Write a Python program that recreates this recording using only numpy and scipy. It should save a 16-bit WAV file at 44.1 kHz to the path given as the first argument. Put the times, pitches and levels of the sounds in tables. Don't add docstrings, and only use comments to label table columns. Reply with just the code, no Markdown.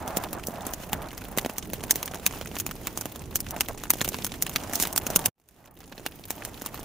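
import sys
import numpy as np
from scipy import signal
from scipy.fft import rfft, irfft
from scipy.io import wavfile
from scipy.ndimage import uniform_filter1d

SR = 44100
rng = np.random.default_rng(int(sys.argv[2]) if len(sys.argv) > 2 else 0)


def output_pcm(signal):
    pcm = np.clip(np.atleast_2d(signal).T, -1, 1) * 32767
    wavfile.write(sys.argv[1], SR, np.round(pcm).astype(np.int16))


N = 301644

CRACK_S, SPATTER_S, RING_S, LEAK_S, THUMP_S = 0.00059, 0.0067, 0.0011, 0.005, 0.0014
LEAK_DB = -6.5
RING = 0.6
SURGE, SURGE_SLOWER = 0.51, 2.89
TREBLE_LEFT_HZ = 8500
TICKS_A_SECOND, BUBBLES_A_SECOND = 100, 2000
SWELL_S, SETTLE_S = 0.013, 0.0091
COALS_DB, RIGHT_DB = -44.5, 2.5
CUT_S, CUT_DB_PER_S, SILENCE_DB = 5.288, 2799, -66
RETURN_S, FADE_IN_S = 5.352, 2.2
TOP_HZ = 16700


def loud_bursts():
    # start in seconds, treble crack level in dB before band trims, middle crack in dB
    # relative to the treble level, thump in dB relative to the treble level.
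    pops = [(0.0778, -22, -3, 0.5), (0.17, -10, -8.5, -4.5), (0.238, -26, 5.5, -3), (0.33, -19.5, -10, -3),
            (0.4372, -32, 5, -13), (0.47, -17, -26, -16), (0.4846, -30.5, -19, 13), (0.667, -18.5, -13, -3),
            (0.736, -17.5, -7.5, -6.5), (0.9311, -12.5, 0, -6.5), (1.178, -29, 2.5, -18),
            (1.375, -16.5, -4, 3.5), (1.385, -12, 4, -6.5), (1.448, -32.5, 11.5, 16.5),
            (1.461, -24, 3.5, 11.5), (1.413, -31, -4, -17), (1.4967, -28, 1.5, 5.5),
            (1.5827, -14, -8.5, -13.5), (1.7338, -20.5, -1, 0.5), (1.8376, -25.5, 2.5, 3.5),
            (1.909, -1, -11.5, -20.5), (1.9574, -14, -7, -7.5), (2.029, -16.5, -1.5, -21),
            (2.058, -19.5, -21, -27), (2.0777, -27, 5.5, -28), (2.145, -27.5, 2.5, 1),
            (2.2639, -5.5, -2, -18), (2.4125, -27.5, 5.5, 6.5), (2.555, -24.5, -2, -26),
            (2.5666, -29.5, 9.5, 6.5), (2.5864, -21, -22, -32), (2.6, -14.5, -7, -36),
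            (2.665, -16.5, -3, -7.5), (2.7114, -27.5, 4.5, -14), (2.8708, -15, -2.5, -9),
            (2.9747, -16.5, -7.5, -5), (3.0109, -18.5, -9, -11), (3.0565, -21.5, -1.5, 2.5),
            (3.357, -7, -10.5, -16), (3.404, -16.5, -15, -32), (3.466, -35.5, 9, -5),
            (3.508, -19.5, -6.5, -35), (3.5641, -26.5, 1, 4), (3.6081, -7.5, -1, -16.5),
            (3.6857, -19, -2, -5.5), (3.837, -23.5, 2, 0), (3.904, -3, -5, -14.5), (3.936, -18.5, -3, 0),
            (4.0144, -11.5, 3, -4), (4.046, -17.5, -0.5, -22), (4.0778, -22, 1.5, 1.5),
            (4.0886, -15.5, -11, -14), (4.1433, -28, 13, 1), (4.187, -49, 22, 22), (4.2462, -11, -10, -15),
            (4.266, -19.5, -3, -13), (4.34, -33.5, 8, -16), (4.4235, -9, -7.5, -19), (4.466, -20.5, 1, -30),
            (4.495, -21.5, -5, -13), (4.56, -11.5, 6.5, -5.5), (4.734, -18, -13, -15),
            (4.736, -23, -12, -15), (4.7555, -12, -29, -39), (4.8, -10, -8, -13), (4.8244, -12, -12, -10),
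            (4.8355, -17.5, -1.5, -6.5), (4.853, -21, 5.5, -8), (4.872, -18, -5, -9),
            (4.9278, -23.5, -7, -16), (4.9617, -12.5, -4.5, -10), (4.9778, -6, -5.5, -29),
            (5.0667, -14.5, -3.5, -5), (5.1029, -18, -7, 0.5), (5.1606, -1.5, -7.5, -11.5),
            (5.192, -21, 0, -3), (5.259, -4, -10.5, -16), (5.381, -34.5, 3, 8.5), (5.399, -25, -1, 0.5),
            (5.417, -32.5, 1, -5.5), (5.4877, -17, -7, -36), (5.51, -33, -1, -19), (5.658, -26.5, 1, -17),
            (5.773, -39, 10, -15), (5.805, -23.5, 2.5, -17), (5.924, -30.5, 14.5, 8),
            (5.9787, -33.5, 16, 10), (6.0631, -11, 7.5, -1), (6.3055, -7, -3.5, -9),
            (6.4504, -12, -5, -10.5), (6.6195, -21.5, -6, 3), (6.6612, -14.5, -4, -7.5)]
    s, treble_db, middle_db, thump_db = np.transpose(pops)
    spatter_db = -13.5 - 0.1 * treble_db
    return bursts(s, treble_db, middle_db, thump_db, spatter_db, 0.53, size=1300)


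def bursts(s, treble_db, middle_db, thump_db, spatter_db, scatter_db, size):
    t = (np.arange(size) - size // 4) / SR
    s = np.maximum(s + t[0], 0)
    after = np.maximum(t, 0)

    droplet_db = 2.95 * rng.standard_normal((len(s), size // 32 + 1))
    droplets = undb(np.repeat(droplet_db, 32, axis=1)[:, :size])
    leak = undb(LEAK_DB) * np.exp(t / LEAK_S)
    steam = np.where(t < 0, leak, np.exp(-(t / SPATTER_S) ** 2 / 2))
    crack = (t >= 0) * np.exp(-np.abs(t) / CRACK_S)
    shape = crack + undb(spatter_db)[:, None] * droplets * steam

    tilt_db = scatter_db * rng.standard_normal(len(s))
    lean_db = scatter_db * rng.standard_normal(len(s))
    upper_db = treble_db + middle_db
    # peak level in dB, band edges in Hz, left-right likeness.
    bands = ((treble_db + 3.5 + tilt_db, 10000, 18500, .3),
             (treble_db - 1.0 - tilt_db, 5200, 10000, .4),
             (upper_db - 7.0 + lean_db, 2500, 5200, .75),
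             (upper_db - 10.0 - lean_db, 750, 2500, .85))
    cracks = 0
    for db, lo_hz, hi_hz, alike in bands:
        ring_hz = lo_hz * (hi_hz / lo_hz) ** rng.random((len(s), 1))
        ring = RING * np.sin(2 * np.pi * ring_hz * after) * np.exp(-after / RING_S)
        grain = band(pair(shape.shape, alike) * shape + ring, lo_hz, hi_hz)
        grain = grain / np.abs(grain).max(axis=(0, 2), keepdims=True)
        left_right = np.array([[[1]], [[-1]]])
        grain = grain * undb(left_right * (lo_hz / TREBLE_LEFT_HZ) ** 2)
        cracks = cracks + place(s, grain * undb(db)[:, None])

    turns = after / THUMP_S * undb(1.8 * rng.standard_normal((len(s), 1)))
    push = (t >= 0) * np.sin(2 * np.pi * turns) * np.exp(-1.2 * turns)
    slow_turns = turns / SURGE_SLOWER
    push = push - SURGE * np.sin(2 * np.pi * slow_turns) * np.exp(-slow_turns)
    push = push * undb(treble_db + thump_db)[:, None]
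    return cracks, place(s, np.array([push, push]))


def fizz(db):
    count = int(TICKS_A_SECOND * N / SR)
    when, big, mid, low = rng.random((count, 4)).T
    s = when * (N - 1) / SR
    flurry_db = db + 1.2 * walk(11)
    tick_db = flurry_db[(s * SR).astype(int)] - 3.0 - 4.95 * np.log(1 - .88 * big)
    middle_db, thump_db = -12 + 21.5 * mid, -17 + 28.8 * low
    ticks, thumps = bursts(s, tick_db, middle_db, thump_db, np.full(count, -10.), 4.78, size=500)
    hiss_level = undb(-10.5) * np.sqrt(undb(db) * undb(flurry_db))
    hiss = hiss_level * undb(3.5 * walk(35)) * pair((N,), .4)
    return ticks + hiss, thumps


def jets():
    # peak time in seconds, level in dB before banding and colouring,
    # swell and fade time constant in seconds.
    jet_peaks = [(4.755, -25, 0.0096), (4.807, -25, 0.01), (4.825, -19, 0.0044), (4.979, -15.5, 0.0019),
                 (5.259, -17, 0.003), (3.364, -28, 0.0071)]
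    t = np.arange(N) / SR
    shape = sum(undb(db) * np.exp(-np.abs(t - s) / swell) for s, db, swell in jet_peaks)
    return band(pair((N,), 0.35) * shape * undb(1.8 * walk(680)), 4300, 17000)


def simmer(db):
    when, pitch, big, pan = rng.random((int(BUBBLES_A_SECOND * N / SR), 4)).T
    s = when * (N - 1) / SR
    hz = 650 * 2 ** (1.6 * pitch ** 1.5)
    turns = hz[:, None] * np.arange(300) / SR
    wavering_db = db + 2.17 * walk(22)
    size_db = wavering_db[(s * SR).astype(int)] + 3.5 + 5.45 * big - 6.0 * pitch
    bubble = np.sin(2 * np.pi * turns) * np.exp(-.85 * turns) * undb(size_db)[:, None]
    pan_db = 10.0 * (pan - .5)[:, None]
    return place(s, np.array([bubble * undb(pan_db), bubble * undb(-pan_db)]))


def boiling():
    # start in seconds, length in seconds, full lift above the simmer in dB.
    spells = [(0.0, 0.27, 11.5), (0.317, 0.073, 11), (0.457, 0.27, 8), (0.914, 0.16, 10),
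              (3.143, 0.012, 9.5), (3.2, 0.01, 10), (3.515, 0.066, 13.5), (3.681, 0.028, 21),
              (4.19, 0.027, 15.5), (4.405, 0.031, 10), (5.562, 0.17, 9), (6.347, 0.136, 6.5)]
    t = np.arange(N) / SR
    lift_db = 0
    for s, length, db in spells:
        rise = (t - s) / SWELL_S
        fall = (s + length - t) / SETTLE_S + 1
        lift_db = lift_db + db * np.clip(np.minimum(rise, fall), 0, 1)
    return lift_db


def coals(db):
    # frequency in Hz, relative gain in dB of the rumble.
    rumble_colour = [(12, -29), (20, 3.5), (80, 2.5), (280, -2), (450, -7.5), (1200, -38.5)]
    swell, out = walk(9.9), 0
    for hz in 24 * 2 ** np.arange(0, 5.7, .5):
        flutter_db = db + 1.8 * swell + 1.96 * walk(20)
        alike = np.interp(hz, (30, 60, 600), (.6, .97, .8))
        out = out + undb(flutter_db) * band(pair((N,), alike), hz / 1.124, hz * 1.267)
    return undb(19.5) * colour(out, rumble_colour)


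def bed_levels():
    # time in seconds, fizz level in dB, simmer level in dB, both before grain trims.
    bed = [(0.0, -43.5, -52.5), (1.3, -43, -51), (1.75, -43.5, -54), (1.95, -40, -48.5), (2.5, -42, -58),
           (3.35, -45.5, -55), (3.8, -43, -58), (4.05, -38, -58), (4.35, -42, -56), (4.75, -36, -45),
           (4.9, -40.5, -44), (5.28, -39, -46), (5.38, -41, -55.5), (6.84, -38.5, -48.5)]
    s, *columns = np.transpose(bed)
    return [np.interp(np.arange(N) / SR, s, c) for c in columns]


def pan_colour(x):
    # frequency in Hz, relative gain in dB.
    treble = [(700, 3.5), (1200, 1), (2700, 2.5), (4600, -3.5), (6800, -1), (8200, -6), (9300, -2.5),
              (11500, -4.5), (15500, -0.5), (16100, -35.5)]
    return undb(3.5) * colour(x, treble)


def undb(db):
    return 10 ** (np.asarray(db) / 20)


def colour(x, points):
    hz, db = np.transpose(points)
    grid = np.maximum(np.fft.rfftfreq(8192, 1 / SR), 1)
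    log_gain = np.interp(np.log(grid), np.log(hz), db) * np.log(10) / 20
    cep = irfft(log_gain)
    cep[1:4096] *= 2
    cep[4097:] = 0
    impulse = irfft(np.exp(rfft(cep)))[None, :4096]
    return signal.oaconvolve(x, impulse, axes=1)[:, :N]


def band(x, lo_hz, hi_hz):
    return signal.sosfilt(signal.butter(2, [lo_hz, hi_hz], "bandpass", fs=SR, output="sos"), x)


def pair(shape, alike):
    mid, side = rng.standard_normal((2,) + shape)
    alike = np.clip(alike, 0, 1)
    return np.sqrt((1 + alike) / 2) * mid + np.sqrt((1 - alike) / 2) * np.array([side, -side])


def walk(rate):
    k = int(SR / rate)
    steps = np.repeat(rng.standard_normal(N // k + 1), k)
    return 1.3 * uniform_filter1d(uniform_filter1d(steps, k), k)[:N]


def place(s, grains):
    at = (np.round(s * SR).astype(int)[:, None] + np.arange(grains.shape[2])).ravel()
    return np.array([np.bincount(at, g.ravel(), N + SR)[:N] for g in grains])


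def scene():
    fizz_db, simmer_db = bed_levels()
    cracks, thumps = loud_bursts()
    small_cracks, small_thumps = fizz(fizz_db)
    mix = pan_colour(cracks + small_cracks + jets()) + thumps + small_thumps
    mix = mix + simmer(simmer_db + boiling()) + coals(COALS_DB)
    return mix * undb([[-RIGHT_DB / 2], [RIGHT_DB / 2]])


def record(dry):
    heard = signal.sosfilt(signal.butter(1, 15, "highpass", fs=SR, output="sos"), dry)
    t = np.arange(N) / SR
    cut = undb(np.clip(-CUT_DB_PER_S * (t - CUT_S), SILENCE_DB, 0))
    fade_in = np.clip((t - RETURN_S) / FADE_IN_S, 0, 1)
    clipped = np.clip(heard * np.maximum(cut, fade_in), -.85, .85)
    top = signal.ellip(12, .2, 110, TOP_HZ, fs=SR, output="sos")
    return signal.sosfilt(top, clipped)


dry = scene()
out = record(dry)
output_pcm(out)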